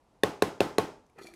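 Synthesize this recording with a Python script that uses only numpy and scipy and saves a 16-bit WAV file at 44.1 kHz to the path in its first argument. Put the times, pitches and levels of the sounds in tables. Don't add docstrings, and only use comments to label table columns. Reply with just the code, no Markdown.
import sys
import numpy as np
from scipy import signal
from scipy.fft import rfft, irfft
from scipy.io import wavfile
from scipy.ndimage import uniform_filter1d

SR = 44100
rng = np.random.default_rng(int(sys.argv[2]) if len(sys.argv) > 2 else 0)


def volts(x):
    e = np.asarray(x, float) / 20
    return 10 ** e


def master(y):
    cut = np.clip(np.atleast_2d(y).T, -1, 1)
    pcm = np.round(cut * 32767)
    wavfile.write(sys.argv[1], SR, pcm.astype(np.int16))


N = 59535


def ring(force, hz, t60):
    pole = np.exp(2j * np.pi * hz / SR - np.log(1000) / (t60 * SR))
    return signal.lfilter([1], [1, -pole], force).imag


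def band(x, hz, width):
    b, a = signal.iirpeak(min(hz, .45 * SR), hz / width, SR)
    return signal.lfilter(b, a, x)


def push(start_s, length_s):
    phase = (np.arange(N) / SR - start_s) / length_s
    return np.sin(np.pi * np.clip(phase, 0, 1)) * np.pi / (2 * length_s * SR)


def fade(start_s, t60):
    t = np.arange(N) / SR - start_s
    return (t >= 0) * volts(-60 * np.maximum(t, 0) / t60)


# (frequency [Hz], level per hertz [dB])
AIR_SPECTRUM = [(25, 7), (58, -2), (140, -5), (500, -7.5), (950, -8), (1500, -21), (11500, -34.5),
                (14500, -48.5)]


def air():
    level_db, waver_db, waver_samples = -64.5, 0.85, 1500
    hz, db = np.array(AIR_SPECTRUM).T
    f = np.maximum(np.arange(N // 2 + 1) * SR / N, 1)
    shape = volts(np.interp(np.log(f), np.log(hz), db))
    hiss = irfft(rfft(rng.standard_normal(N)) * shape, N)
    steps = np.repeat(rng.standard_normal(N // waver_samples + 1), waver_samples)[:N]
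    waver = uniform_filter1d(steps, size=waver_samples)
    return hiss / hiss.std() * volts(level_db + waver_db * waver)


def patter(pop_s, low_hz, high_hz):
    lead_s, t60, grows_db, scatter_db = .0024, 0.0034, 2, 2.5
    taps = np.zeros(N)
    for finger, (strength, timing) in enumerate(rng.standard_normal((4, 2))):
        tap_s = pop_s - lead_s * (1 - (finger + 0.264 * timing) / 3.5)
        taps += volts(scatter_db * strength + grows_db * (finger - 4)) * push(tap_s, .00008)
    low = ring(taps, low_hz, 2.37 * t60)
    middle = volts(-2.5) * ring(taps, (low_hz * high_hz) ** .5, t60)
    high = volts(-1) * ring(taps, high_hz, 1.74 * t60)
    hiss = rng.standard_normal(N) * fade(pop_s - .0007, 0.0079)
    return low + middle + high + volts(-1) * band(hiss, 8900, 4200)


# (frequency [Hz], level [dB], T60 [s])
BODY_MODES = [(425, -1.5, 0.051), (543, -6.5, 0.033), (680, -22.5, .04), (773, -3, 0.016), (868, -32, 0.54),
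              (879, -26, 0.33), (1072.6, -13.5, 0.11), (4200, -35, 0.067)]


def body(force):
    scatter_db, detune = 2, 0.022
    out = np.zeros(N)
    for hz, db, t60 in BODY_MODES:
        strength, pitch = rng.standard_normal(2)
        out += volts(db + scatter_db * strength) * ring(force, hz * (1 + detune * pitch), t60)
    return out


# (palm pop time [s], palm level [dB], patter level [dB], low patter [Hz], high patter [Hz])
SLAP_EVENTS = [
    (0.2362, -11.5, -16.5, 1850, 3590),
    (0.4242, -11.5, -12, 1730, 3990),
    (0.6067, -10.5, -16, 2790, 3690),
    (0.7849, -11.5, -15.5, 1900, 3910),
]
# (pop frequency [Hz], lag of the early reflection off the counter [s], reflection
# level [dB])
PALM_CONTACTS = [
    (520, .0066, -23),
    (500, .0062, -23),
    (500, .0070, -15),
    (600, .0062, -18),
]


def slaps():
    out = np.zeros(N)
    for slap, (pop_hz, reflect_lag_s, reflect_db) in zip(SLAP_EVENTS, PALM_CONTACTS):
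        pop_s, palm_db, patter_db, low_hz, high_hz = slap
        palm = push(pop_s - .0009, .0007)
        pop = volts(-2) * ring(palm, pop_hz, .013)
        out += volts(palm_db) * (pop + body(palm))
        out -= volts(patter_db) * patter(pop_s, low_hz, high_hz)
        out += volts(reflect_db) * ring(push(pop_s + reflect_lag_s, 0.00035), 685, 0.021)
    return signal.sosfilt(signal.butter(2, 200, "high", fs=SR, output="sos"), out)


ROOM_GAP_S = 0.0013

# (frequency [Hz], level [dB], T60 [s])
ROOM_ECHO = [(55, -42, 0.41), (400, -22.5, 0.44), (584, -24, 0.41), (850, -23, 0.41), (1580, -29, 0.39),
             (4300, -32, 0.33), (5520, -36.5, 0.48), (11050, -38.5, 0.28)]
# (frequency [Hz], level [dB], T60 [s], side of the node at the microphone [+1 or -1])
STANDING_WAVES = [(92, -24, .16, 1), (120, -22, .11, -1), (167, -23, .23, 1), (185, -25, .25, 1),
                  (207, -29, .26, -1), (243, -35, .55, -1), (283, -30, .4, 1), (304, -21, .22, 1),
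                  (313, -24, .22, -1), (340, -29, .2, 1), (399, -30, .42, -1), (422, -26, .45, 1),
                  (447, -42, .6, 1), (465, -28, .3, -1)]


def standing_waves(t):
    lag_s, rise_s = .001, .006
    waves = np.zeros(len(t))
    for hz, db, t60, side in STANDING_WAVES:
        waves += side * volts(db - 60 * t / t60) * np.sin(2 * np.pi * hz * (t - lag_s))
    return volts(-1) * waves * (1 - np.exp(-(t / rise_s) ** 2))


def kitchen():
    rise_cycles, same_below_hz = 0.99, 840
    size = SR // 2
    t = np.arange(size) / SR
    late = np.maximum(t - ROOM_GAP_S, 0)
    table_hz, table_db, table_t60 = np.array(ROOM_ECHO).T
    echoes = np.tile(standing_waves(t), (len(SLAP_EVENTS), 1))
    for hz in 50 * 2 ** np.arange(0, 8.4, 1 / 3):
        db = np.interp(np.log(hz), np.log(table_hz), table_db) - 5
        t60 = np.interp(np.log(hz), np.log(table_hz), table_t60)
        same = 1 / (1 + (hz / same_below_hz) ** 2)
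        common, own = rng.standard_normal(size), rng.standard_normal(echoes.shape)
        noise = same ** .5 * common + (1 - same) ** .5 * own
        noise = band(band(noise, hz, hz / 3), hz, hz / 3)
        swell = (1 - np.exp(-late * hz / rise_cycles)) ** 2 * volts(db - 60 * late / t60)
        echoes += noise / noise.std() * swell
    out = np.zeros(N + size)
    for (pop_s, palm_db, *_), echo in zip(SLAP_EVENTS, echoes):
        start = int(pop_s * SR)
        out[start:start + size] += volts(palm_db) * echo
    return out[:N]


# (time [s], level [dB], frequency [Hz], T60 [s])
LID_KNOCKS = [(1.065, -61.5, 6200, .01), (1.098, -58, 2340, 0.013), (1.159, -51.5, 455, 0.1),
              (1.175, -49, 196, 0.037), (1.186, -34, 740, 0.0092), (1.192, -46, 1750, 0.06),
              (1.2125, -35.5, 400, 0.034), (1.244, -30, 400, 0.01), (1.251, -41.5, 730, 0.04),
              (1.257, -47, 345, 0.28), (1.2614, -49, 8800, .01), (1.271, -60, 2365, 0.18),
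              (1.27, -38.5, 2340, 0.028), (1.285, -43, 650, 0.037), (1.338, -39, 2270, 0.0067),
              (1.339, -45, 378, 0.046)]


def knocks():
    out = np.zeros(N)
    for s, db, hz, t60 in LID_KNOCKS:
        knock = band(ring(push(s, .6 / hz), hz, t60), hz, hz)
        noise = rng.standard_normal(N) * fade(s, 0.036)
        tick = volts(-10) * min(hz / 2300, 1) * band(rng.standard_normal(N), 5900, 7000) * fade(s, 0.036)
        out += volts(db) * (knock + tick)
    return out


# (time [s], dull rub level [dB], bright scrape level [dB])
LID_MOTION = [(1.156, -82, -93), (1.162, -65, -85), (1.19, -41, -62), (1.207, -51.5, -64),
              (1.223, -44, -55.5), (1.242, -75, -52.5), (1.252, -44.5, -68), (1.268, -59, -52),
              (1.304, -57.5, -66), (1.325, -61.5, -90)]
# (frequency [Hz], width [Hz], level [dB])
PLASTIC_MODES = [(207, 130, -1), (330, 48, 3), (772, 240, -4.5), (1275, 120, -1), (1930, 350, -5),
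                 (2390, 200, -7.5)]
# (frequency [Hz], width [Hz], level [dB])
RIM_MODES = [(2370, 40, 0), (3500, 300, -4), (4300, 400, 0), (5800, 300, -6), (6700, 300, -6),
             (8000, 400, -11), (10500, 3000, -14)]


def scrape():
    slips_per_s, scatter_db = 6000, 2.5
    out, t = np.zeros(N), np.arange(N) / SR
    move_s, rub_db, scrape_db = np.array(LID_MOTION).T
    for level_db, modes in ((rub_db, PLASTIC_MODES), (scrape_db, RIM_MODES)):
        chance, sign, strength = rng.random((3, N))
        slips = (chance < slips_per_s / SR) * np.sign(sign - .5)
        slips = slips * volts(-scatter_db * np.log(1 - strength))
        slips = slips / slips.std() * volts(np.interp(t, move_s, level_db, left=-120))
        for hz, width, db in modes:
            out += volts(db + 10.5) * band(band(slips, hz, width), hz, 2 * width)
    return out


def lid():
    direct = knocks() + scrape()
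    echo = rng.standard_normal(N) * fade(ROOM_GAP_S, 0.61) * volts(-41)
    return direct + signal.fftconvolve(direct, echo)[:N]


def scene():
    return (air() + slaps() + kitchen() + lid())[None]


def roll_off(x):
    return signal.sosfilt(signal.butter(12, 16800, fs=SR, output="sos"), x)


def record(dry):
    headroom = .6
    mic = signal.butter(3, [40, 13200], "band", fs=SR, output="sos")
    heard = signal.sosfilt(mic, dry)
    return roll_off(headroom * np.tanh(heard / headroom))


dry = scene()
out = record(dry)
master(out)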